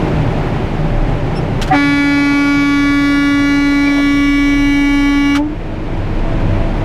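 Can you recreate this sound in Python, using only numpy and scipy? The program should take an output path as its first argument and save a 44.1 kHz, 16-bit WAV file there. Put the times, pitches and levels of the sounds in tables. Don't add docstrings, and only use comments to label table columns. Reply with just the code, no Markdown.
import sys
import numpy as np
from scipy import signal
from scipy.fft import rfft, irfft, next_fast_len
from scipy.io import wavfile
from scipy.ndimage import uniform_filter1d

SR = 44100
rng = np.random.default_rng(int(sys.argv[2]) if len(sys.argv) > 2 else 0)


def to_wav(s):
    ch = np.atleast_2d(s).T
    pcm = np.round(np.clip(ch, -1, 1) * 32767)
    wavfile.write(sys.argv[1], SR, pcm.astype(np.int16))


N = 301644
TIME = np.arange(N) / SR
OPEN_S, SHUT_S = 1.709, 5.363
COAST_S = (1.68, 4.84)
CUTOFF_HZ = 15300


def horn(note_hz=283.44, sag_hz=1.6, sag_s=2.0, slack_sharp_hz=18, jitter_hz=0.094,
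         build_s=.03, drain_s=.056, ring_s=.112, echo_depth=0.38, echo_rate=0.79):
    # (harmonic number, level/dB relative to the fundamental)
    partials = [(1, 0), (2, -24.5), (3, -22.5), (4, -17.5), (5, -18.5), (6, -18), (7, -16.5), (8, -11.5),
                (9, -30.5), (10, -25), (11, -29), (12, -28), (13, -29), (14, -27.5), (15, -34), (16, -36.5),
                (17, -35), (18, -38), (19, -32), (20, -34), (21, -38.5), (22, -39.5), (23, -41.5),
                (24, -47.5), (25, -44), (26, -50.5), (27, -45.5), (28, -48.5), (29, -50.5), (30, -48.5),
                (31, -47), (32, -46.5), (33, -49), (34, -50.5), (35, -43.5), (36, -54.5)]
    # (f/Hz, level/dB)
    top_partials = [(10200, -54.5), (12200, -57.5), (12500, -53), (13600, -59.5), (13930, -51),
                    (14300, -61.5), (15200, -58.5)]
    # (t/s, closeness from negative = far to positive = near)
    closeness = [(1.8, -1.45), (2.4, -1), (3.0, -0.96), (3.9, 0.06), (4.3, 1), (5.3, 1.4)]
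    # (f/Hz, gain/dB per unit of closeness)
    nasal = [(570, -2), (850, -1), (1137, -1), (1420, -3), (1700, -2), (2000, -1), (2300, -0.5),
             (2560, -5.5), (2840, 2.5), (3400, -2), (3850, 1.5), (4300, -3), (4830, -3.5), (5600, 2),
             (6500, -1.5), (8600, 1.5), (10000, -2), (12400, 1.5), (14000, -1.5)]
    # (f/Hz, level/dB)
    horn_air = [(400, -5), (1700, -9), (3200, -0.5), (5500, 1), (7000, -3), (10000, -10.5), (13000, -12.5),
                (15300, -25)]
    opened, draining = 1 - ease_off(OPEN_S, build_s), ease_off(SHUT_S, drain_s)
    pressure, near = opened * draining, in_time(closeness)[0]
    hz = note_hz + sag_hz * np.exp(-np.maximum(TIME - OPEN_S, 0) / sag_s)
    hz += slack_sharp_hz * (1 - draining + .5 * (1 - opened))
    phase = turning(hz + jitter_hz * drift(14)) + .004 * drift(160)
    dull_db_per_octave = 5 * (1 - opened) + 11 * np.sqrt(1 - draining)
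    bloom_db = 22 * 2 * np.sqrt(pressure * (1 - pressure)) * opened
    listed_db = {round(k): db for k, db in partials}
    buzz = np.sin(phase)
    for k in range(2, int(CUTOFF_HZ / note_hz) + 1):
        own_db = listed_db.get(k, np.interp(k * note_hz, *np.transpose(top_partials)))
        path_db = near * np.interp(k * note_hz, *np.transpose(nasal))
        pressure_db = bloom_db * (k <= 3) - dull_db_per_octave * np.log2(k)
        gain = interference(k) * from_db(own_db + path_db + pressure_db)
        echo = echo_depth * k ** 2 / (k ** 2 + 10 ** 2) / (1 + (k / 32) ** 4)
        rate = echo_rate * (1 + k / 20)
        flutter = (.04 + .006 * min(k, 22)) * drift(30) + .08 * drift(5)
        angle = k * phase + 2 * np.pi * rng.random() + 2 * echo * drift(rate)
        buzz += gain * (1 + echo * drift(rate) + flutter) * np.sin(angle)
    puffs = 1 + .5 * np.cos(phase)
    air = from_db(-40 - 2 * dull_db_per_octave) * noise(horn_air) * puffs
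    level_db = -2 + 2 * near
    return from_db(level_db) * opened * ease_off(SHUT_S, ring_s) * (np.sqrt(2) * buzz + air)


def interference(harmonic):
    # (deepest at t/s, harmonic number, half length/s, depth/dB)
    fades = [(2.08, 4, .15, 7), (2.27, 10, .15, 9), (2.45, 6, .28, 4.5), (2.6, 7, .17, 5),
             (2.72, 2, .16, 12), (3.15, 3, .5, 10), (3.3, 9, .6, 11), (3.3, 11, .7, 14), (3.4, 8, .8, 5),
             (3.7, 4, .45, 3.5), (4.27, 3, .3, 15), (4.5, 17, .35, 7), (4.55, 5, .5, 5), (4.75, 4, .25, 7),
             (4.9, 12, .3, 11)]
    dips_db = (depth_db * swell(s, half_s) for s, k, half_s, depth_db in fades if k == harmonic)
    gain = from_db(-sum(dips_db, np.zeros(N)))
    blast = (TIME > OPEN_S) & (TIME < SHUT_S)
    return gain / np.sqrt(np.mean(gain[blast] ** 2))


def squawk(start_s=1.704, wobble_hz=9, rasp_db=-8, rasp_lag_s=0.014):
    # (f/Hz, relative level/dB)
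    squawk_lines = [(757, 1), (1198, -16), (1340, -26), (1655, -18), (1955, -14), (2088, -26)]
    lowest_hz = squawk_lines[0][0]
    tones = sum(from_db(db) * np.sin(turning(hz + wobble_hz * hz / lowest_hz * drift(60)))
                for hz, db in squawk_lines)
    rasp = from_db(rasp_db) * noise([(200, -24), (700, 1), (2300, 1), (3500, -14.5), (12000, -42)])
    shape = dict(level_db=-8, attack_s=.013, length_s=.036, decay_s=.012)
    return envelope(start_s, **shape) * np.sqrt(2) * tones + envelope(start_s + rasp_lag_s, **shape) * rasp


def valve(rise_s=0.001):
    # (t/s, level/dB, length/s, decay/s, low edge f/Hz)
    spits = [(1.615, -20.5, 0.015, 0.012, 2300), (1.66, -38, .008, 0.02, 1200),
             (1.675, -26.5, 0.011, .01, 900), (5.351, -6, 0.016, 0.012, 1250)]
    # (f/Hz, level/dB)
    valve_air = [(300, -3), (1400, 15.5), (2400, 2), (3000, 8), (3700, 0), (4800, -1.5), (7500, -9.5),
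                 (11000, -18), (13500, -20), (15500, -28)]
    air, out = noise(valve_air), 0
    for s, level_db, length_s, decay_s, low_hz in spits:
        hiss = rms_one(high_pass(air, low_hz))
        out += envelope(s, level_db, rise_s, length_s, decay_s) * hiss
    return out


def road():
    # (f/Hz, level/dB)
    loaded_spectrum = [(28, -38.5), (48, -3), (69, -7), (99, -3.5), (156, -2), (194, -8), (306, -7.5),
                       (389, -10.5), (531, -16.5), (585, -14.5), (799, -15.5), (1150, -23.5), (2410, -28),
                       (15000, -68)]
    # (f/Hz, level/dB)
    coasting_spectrum = [(28, -32), (48, 2.5), (60, -6.5), (96, -6), (164, -7), (258, -9.5), (321, -5),
                         (361, -12.5), (675, -16), (880, -18.5), (968, -19), (1150, -24), (2360, -27.5),
                         (15000, -69)]
    # (t/s, level/dB)
    levels = [(0, -15.5), (1.0, -18), (1.55, -17.5), (3.0, -19), (5.5, -14.5), (6.2, -19), (6.84, -19)]
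    coasting = np.interp(TIME, COAST_S, [0, 1])
    roar = np.sqrt(1 - coasting) * noise(loaded_spectrum) + np.sqrt(coasting) * noise(coasting_spectrum)
    flutter_db = .5 * drift(14)
    return from_db(in_time(levels)[0] + flutter_db) * roar


def cab_boom(mode_hz=28.2, width_hz=7, resting_db=-24):
    # (peak at t/s, half length/s, level/dB)
    buffets = [(.3, .1, -28), (1.02, 0.16, -15.5), (1.62, .05, -20), (3.2, .6, -22), (4.7, .7, -9.5),
               (6.3, 0.97, -19.5)]
    sway = resonance(rng.standard_normal(N + SR), mode_hz, width_hz)[SR:]
    boom = rms_one(sway / np.abs(signal.hilbert(sway)) ** (2 / 3))
    buffeting = sum(from_db(db) * swell(s, half_s) for s, half_s, db in buffets)
    return (from_db(resting_db) + buffeting) * boom


def engine():
    # (f/Hz, resonator width/Hz, level under load/dB, level coasting/dB)
    drones = [(99.5, 9.6, -36.5, -21.5), (115.1, 5.2, -25.5, -28.5), (152.2, 9.1, -25, -35),
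              (165.5, 14, -33, -28), (220.9, 3.5, -36.5, -32), (315.4, 8.4, -43, -28.5),
              (390.7, 8.8, -35, -59), (580.7, 20.4, -34, -38), (662, 12, -54.5, -35.5),
              (798, 16, -37.5, -48.5)]
    coasting, out = np.interp(TIME, COAST_S, [0, 1]), 0
    for hz, width_hz, load_db, coast_db in drones:
        drone = rms_one(resonance(rng.standard_normal(N), hz, width_hz))
        out += from_db(load_db + coasting * (coast_db - load_db)) * drone
    return out


def cab_friction(wobble_hz=16):
    # (t/s, level/dB, attack/s, length/s, decay/s)
    scuffs = [(3.814, -20.5, 0.082, 0.13, .02), (3.958, -15.5, .02, 0.045, .014)]
    # (f/Hz, level/dB)
    scuff_spectrum = [(250, -29), (430, -7), (520, 0), (600, 0), (690, -2), (850, -10), (1200, -14),
                      (2000, -24), (5000, -42), (15000, -74)]
    # (t/s, length/s, start f/Hz, end f/Hz, level/dB of each of harmonics 1 to 4)
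    squeaks = [(1.345, .06, 2590, 2735, -39, -34, -52, -49), (3.846, .078, 2490, 2260, -9.5, -31, -49, -58)]
    out = sum(envelope(*row) for row in scuffs) * noise(scuff_spectrum)
    for s, length_s, start_hz, end_hz, *harmonic_db in squeaks:
        along = np.clip((TIME - s) / length_s, 0, 1)
        phase = turning(start_hz + (end_hz - start_hz) * np.sqrt(along) + wobble_hz * drift(120))
        tone = sum(from_db(db) * np.sin(k * phase) for k, db in enumerate(harmonic_db, 1))
        out += np.sin(np.pi * along) ** 2 * np.sqrt(2) * tone
    return out


def turbo(level_db=-69, wander_hz=60):
    hz, swell_db = in_time([(5.8, 9100, -42), (6.3, 9500, -11), (6.84, 10600, 0)])
    return from_db(level_db + swell_db) * np.sqrt(2) * np.sin(turning(hz + wander_hz * drift(80)))


def from_db(db):
    return 10 ** (np.asarray(db) / 20)


def rms_one(x):
    return x / np.sqrt(np.mean(np.abs(x) ** 2) + 1e-20)


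def in_time(rows):
    s, *columns = np.transpose(rows)
    return [np.interp(TIME, s, c) for c in columns]


def envelope(start_s, level_db, attack_s, length_s, decay_s):
    age = TIME - start_s
    decay = np.exp(-np.clip((age - length_s) / decay_s, 0, 20))
    return from_db(level_db) * np.clip(age / attack_s, 0, 1) * decay


def swell(centre_s, half_s):
    return np.exp(-np.minimum(((TIME - centre_s) / half_s) ** 2, 20))


def ease_off(start_s, length_s):
    return np.where(TIME < start_s, 1, swell(start_s, length_s))


def drift(rate):
    step, settling = 40, 2000
    pole = np.exp(-2 * np.pi * rate * step / SR)
    white = rng.standard_normal(N // step + settling + 2)
    slow = signal.lfilter([1], [1, -2 * pole, pole * pole], white)[settling:]
    return np.interp(np.arange(N) / step, np.arange(len(slow)), rms_one(slow))


def noise(spectrum):
    hz, level_db = np.transpose(spectrum)
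    size = next_fast_len(N)
    bin_hz = np.maximum(np.arange(size // 2 + 1) * SR / size, 1)
    shape = from_db(np.interp(np.log(bin_hz), np.log(hz), level_db))
    return rms_one(irfft(rfft(rng.standard_normal(size)) * shape, size)[:N])


def turning(hz):
    return 2 * np.pi * (np.cumsum(hz) / SR + rng.random())


def resonance(x, hz, width_hz):
    r = np.exp(-np.pi * width_hz / SR)
    resonator = [1, 0, -1], [1, -2 * r * np.cos(2 * np.pi * hz / SR), r * r]
    return signal.lfilter(*resonator, signal.lfilter(*resonator, x))


def high_pass(x, hz):
    return signal.sosfilt(signal.butter(2, hz, "high", fs=SR, output="sos"), x)


def gain_control(x, threshold_db=-11.0, slope=0.99, release_db_per_s=15, attack_s=0.026):
    power = uniform_filter1d(high_pass(x, hz=120) ** 2, size=600)
    over_db = np.maximum(10 * np.log10(np.maximum(power, 1e-12)) - threshold_db, 0)
    release_db = release_db_per_s * TIME
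    held_db = np.maximum.accumulate(over_db + release_db, axis=-1) - release_db
    pole = np.exp(-1 / (attack_s * SR))
    return x * from_db(-slope * signal.lfilter([1 - pole], [1, -pole], held_db))


def scene():
    return (horn() + squawk() + valve() + road() + cab_boom() + engine() + cab_friction() + turbo())[None]


def record(dry, ceiling=.92):
    ducked = gain_control(dry)
    rounded = ducked / (1 + (ducked / ceiling) ** 8) ** (1 / 8)
    return signal.sosfilt(signal.ellip(12, .1, 90, CUTOFF_HZ, fs=SR, output="sos"), rounded)


dry = scene()
out = record(dry)
to_wav(out)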